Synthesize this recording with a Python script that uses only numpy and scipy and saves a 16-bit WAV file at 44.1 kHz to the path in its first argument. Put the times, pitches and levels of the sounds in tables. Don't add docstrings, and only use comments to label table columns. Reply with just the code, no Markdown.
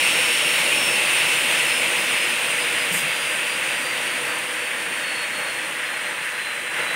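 import sys
import numpy as np
from scipy import signal
from scipy.fft import rfft, irfft, next_fast_len
from scipy.io import wavfile
from scipy.ndimage import uniform_filter1d

SR = 44100
rng = np.random.default_rng(int(sys.argv[2]) if len(sys.argv) > 2 else 0)


def decibels_to_gain(level_db):
    exponent = np.asarray(level_db, float) / 20
    return 10 ** exponent


def digitize_waveform(pressure):
    field = np.atleast_2d(pressure).T
    bounded = np.clip(field, -1, 1)
    quanta = np.round(bounded * 32767).astype(np.int16)
    wavfile.write(sys.argv[1], SR, quanta)


N = 306495
T = np.arange(N) / SR

# (frequency [Hz], density [dB per Hz])
FAST_EDDIES = [(40, -99), (90, -77), (140, -71.5), (300, -62.5), (700, -61.5), (1300, -61), (1800, -57),
               (2300, -51.5), (2750, -50.5), (3300, -58), (4000, -63.5), (5000, -69.5), (7200, -72.5),
               (12500, -78)]
# (frequency [Hz], density [dB per Hz])
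SLOW_EDDIES = [(40, -108), (90, -85), (140, -80), (300, -72), (700, -69.5), (1300, -66.5), (1800, -59),
               (2300, -62), (2750, -63.5), (3300, -69.5), (4000, -77), (5000, -81.5), (7200, -84.5),
               (12500, -90)]
# (time [s], level [dB])
PATH_OPENNESS = [(0, -1), (.3, -0.5), (1.0, -1.5), (1.2, 0), (2.2, -.5), (2.9, 0), (3.4, -.5), (4.2, 0.5),
                 (4.4, 0), (4.7, -1), (5.0, .5), (5.92, 1), (6.05, 1.2), (6.7, 1.1), (6.8, 6), (6.86, 4),
                 (6.95, 5)]
# (frequency [Hz], width [Hz], level [dB])
GUARD_MODES = [(50, 12, 4), (105, 20, 4), (146, 18, 8), (187, 20, 5), (212, 16, -5), (250, 36, 3),
               (290, 24, -6), (313, 16, 7), (333, 18, -2), (356, 24, 2), (384, 18, -3), (400, 14, 3),
               (424, 32, -8), (468, 24, 3), (494, 30, 7), (540, 160, 2), (597, 36, 5), (700, 26, -3),
               (770, 90, -2.5), (852, 30, 4.5), (985, 36, 2), (1075, 30, -2), (1480, 30, 2), (2225, 50, 2),
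               (2670, 40, 2), (2765, 40, 2), (2830, 60, -1.5), (3150, 400, .5)]
# (frequency [Hz], width [Hz], level [dB])
PORT_MODES = [(9023, 2030, 15), (11000, 1400, 3), (15900, 2800, 3.5)]
# (time [s], half length [s], peak level [dB])
TONE_SWELLS = [(.85, .12, -33.5), (1.2, .04, -40), (1.29, .045, -39), (1.4, .04, -46), (1.59, .05, -42),
               (1.73, .08, -36.5), (1.99, .03, -42), (2.21, .13, -41), (2.41, .03, -47), (2.63, .035, -40),
               (2.81, .06, -42), (2.99, .035, -40), (3.08, .04, -47), (3.24, .11, -42), (3.43, .03, -47),
               (3.53, .05, -41), (3.7, .1, -46), (3.87, .06, -38.5), (4.12, .08, -42), (4.33, .06, -47),
               (4.68, .18, -49), (4.97, .05, -47), (5.16, .11, -38), (5.43, .15, -43.5), (5.68, .06, -47),
               (5.9, .08, -46.5), (6.07, .04, -44.5), (6.45, .16, -41.5), (6.7, .05, -45),
               (6.89, .09, -38.5)]
# (time [s], half length [s], peak level [dB])
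OCTAVE_SWELLS = [(0.39, .08, -48), (0.86, .032, -42), (1.01, .06, -43), (2.02, .025, -44), (2.6, .035, -45),
                 (3.23, .022, -45), (3.37, .032, -44), (3.78, .028, -45), (3.98, .026, -43),
                 (4.2, 0.083, -41), (4.39, .04, -41), (4.74, .055, -40), (4.92, .05, -43),
                 (5.07, .028, -43), (5.15, .028, -43), (5.56, .04, -49), (5.7, .03, -48), (6.1, .04, -46),
                 (6.32, .06, -48)]
# (frequency [Hz], level [dB])
JET_COLOUR = [(1500, -20), (4000, -8), (7000, 2), (10000, -6), (12000, 2.5), (15500, -3)]
# (time [s], peak level [dB], frequency [Hz], t60 [s])
KNOCKS = [
    (2.912, -23.5, 175, .13),
    (2.949, -26, 178, .17),
    (2.995, -32, 230, .14),
    (3.024, -30, 150, .18),
    (3.065, -34, 188, .12),
    (3.235, -41, 165, .07),
    (3.258, -43, 95, .13),
    (3.285, -43, 140, .09),
    (4.28, -46, 105, .15),
]
# (time [s], low edge [kHz], high edge [kHz])
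SPREAD_BANDS = [(.044, 12.4, 14.5), (.772, 13.1, 15.2), (1.373, 6.3, 8.3), (2.778, 12.4, 13.8),
                (3.181, 10.3, 11.7), (3.503, 13.1, 14.4), (3.791, 5.7, 8.3), (3.924, 7.6, 9),
                (4.624, 6.4, 9), (4.624, 13.8, 15.2), (5.152, 11, 13.8), (5.152, 14.5, 15.8),
                (5.222, 9.7, 11.7), (5.222, 14.5, 15.8), (5.802, 11.8, 13.7), (6.098, 5.8, 6.8),
                (6.38, 7.6, 9), (6.38, 9.7, 11.7), (6.528, 6.9, 8.3)]


def teeth(t):
    full_hz, cut_s, let_go_s = 5459.9, .873, .2
    sag_hz_per_s, ease_hz_per_s2 = 270.2, 3.71
    coasting_s = let_go_s * np.logaddexp(0, (t - cut_s) / let_go_s)
    linger_hz = 17 * np.exp(-((t - 1.22) / .13) ** 2)
    return full_hz - sag_hz_per_s * coasting_s + ease_hz_per_s2 * coasting_s ** 2 + linger_hz


def eddies(patchy_db=.7, gust_db=.3, fizz_hz=4500, rumble_hz=900):
    hz, t, noise = signal.stft(rng.standard_normal(N), SR, nperseg=1024, noverlap=768)
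    row_hz = hz[:, None]
    fast_hz, slow_hz = 5450, 4170
    slowed = (fast_hz - teeth(t)) / (fast_hz - slow_hz)
    db = read(FAST_EDDIES, hz)[:, None] * (1 - slowed) + read(SLOW_EDDIES, hz)[:, None] * slowed

    roar_db = np.interp(t, *np.transpose(PATH_OPENNESS))
    rumble_db = -0.45 + 0.9 * drift(len(t), size=40)
    fizz_db = -0.34 + (0.81 - 1) * roar_db + gust_db * drift(len(t), size=7)
    db += roar_db
    db += fizz_db / (1 + (fizz_hz / (row_hz + 1)) ** 4)
    db += rumble_db / (1 + (row_hz / rumble_hz) ** 4)

    patches = uniform_filter1d(drift(noise.shape, size=6), size=30, axis=0)
    db += patchy_db * patches / patches.std()
    shaped = noise * decibels_to_gain(db) * np.sqrt(SR / 2)
    hiss = signal.istft(shaped, SR, nperseg=1024, noverlap=768)[1][:N]
    return colour(hiss, bumps(GUARD_MODES + PORT_MODES))


def swells(table):
    total = 0
    for k, (s, half_s, db) in enumerate(table):
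        total = total + (-1) ** k * decibels_to_gain(db) * np.exp(-abs((T - s) / half_s) ** 3)
    return total


def whistle(waver_hz=1.5, flutter_db=1.7, echo_db=-57):
    turns = np.cumsum(teeth(T) + waver_hz * drift(N, size=1500)) / SR
    steady_db, steady_end_s, fade_s = -38, .7, .025
    steady = decibels_to_gain(steady_db) / (1 + np.exp((T - steady_end_s) / fade_s))
    out = np.zeros(N)
    for k, height in enumerate([swells(TONE_SWELLS) - steady, swells(OCTAVE_SWELLS)]):
        echo = decibels_to_gain(echo_db - 4 * k) * (drift(N, size=1200) + 1j * drift(N, size=1200))
        flutter = decibels_to_gain(flutter_db * drift(N, size=380))
        tone = ((height + echo) * np.exp(2j * np.pi * (k + 1) * turns)).imag
        out += np.sqrt(2) * flutter * tone
    return out


def jet():
    vent_s, open_s, blow_s = 2.914, .012, .055
    blow_db, drain_db_per_s = -33.5, 230
    air = colour(rng.standard_normal(N), lambda hz: read(JET_COLOUR, hz) + bumps(PORT_MODES)(hz))
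    out = air / air.std() * np.clip((T - vent_s) / open_s, 0, 1) ** 2
    out *= decibels_to_gain(blow_db - drain_db_per_s * np.maximum(T - vent_s - open_s - blow_s, 0))
    return out * decibels_to_gain(5.0 + 1.3 * drift(N, size=150))


def knocks():
    rise_s = .006
    out = np.zeros(N)
    for s, db, hz, t60 in KNOCKS:
        age = np.maximum(T - s, 0)
        envelope = decibels_to_gain(db - 60 * age / t60) * (1 - np.exp(-age / rise_s))
        out += envelope * np.sin(2 * np.pi * hz * age)
    return out


def shop(x, ripple_db=1.4):
    hz_grid = np.arange(SR // 2 + 1)
    above_low_modes = np.clip(hz_grid / 1200 - .5, 0, 1)
    ripple = ripple_db * drift(len(hz_grid), size=14) * above_low_modes
    return colour(x, lambda hz: np.interp(hz, hz_grid, ripple) - 10 * np.log10(1 + (34 / (hz + 1)) ** 6))


def read(points, hz):
    f, value = np.transpose(points)
    return np.interp(np.log(hz + 1), np.log(f + 1), value)


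def colour(x, db_of_hz):
    size = next_fast_len(len(x))
    gain = decibels_to_gain(db_of_hz(np.fft.rfftfreq(size, 1 / SR)))
    return irfft(rfft(x, size) * gain, size)[:len(x)]


def bumps(table):
    return lambda hz: sum(db / (1 + (2 * (hz - f) / width) ** 2) for f, width, db in table)


def drift(shape, size):
    x = uniform_filter1d(uniform_filter1d(rng.standard_normal(shape), size), size)
    return x / x.std()


def scene():
    mono = shop(eddies() + jet() + knocks()) + whistle()
    return np.tile(mono, (2, 1))


def band_limit(x):
    return signal.sosfilt(signal.butter(12, 17080, fs=SR, output="sos"), x)


def record(dry):
    side = np.zeros(N)
    window = np.hanning(2048) ** 2
    half = len(window) // 2
    khz = np.fft.rfftfreq(len(window), 1000 / SR)
    spread_db = -1
    for s, low, high in SPREAD_BANDS:
        frame = slice(round(s * SR) - half, round(s * SR) + half)
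        shuffled = abs(rfft(dry[0, frame])) * np.exp(2j * np.pi * rng.random(len(khz)))
        side[frame] += decibels_to_gain(spread_db) * window * irfft(shuffled * (khz > low) * (khz < high))
    edge_hz = 15760
    band = signal.firwin(1023, edge_hz, window=("kaiser", 10), fs=SR)
    limited = signal.oaconvolve(dry, band[None], "same")
    return band_limit(limited + np.array([side, -side]))


dry = scene()
out = record(dry)
digitize_waveform(out)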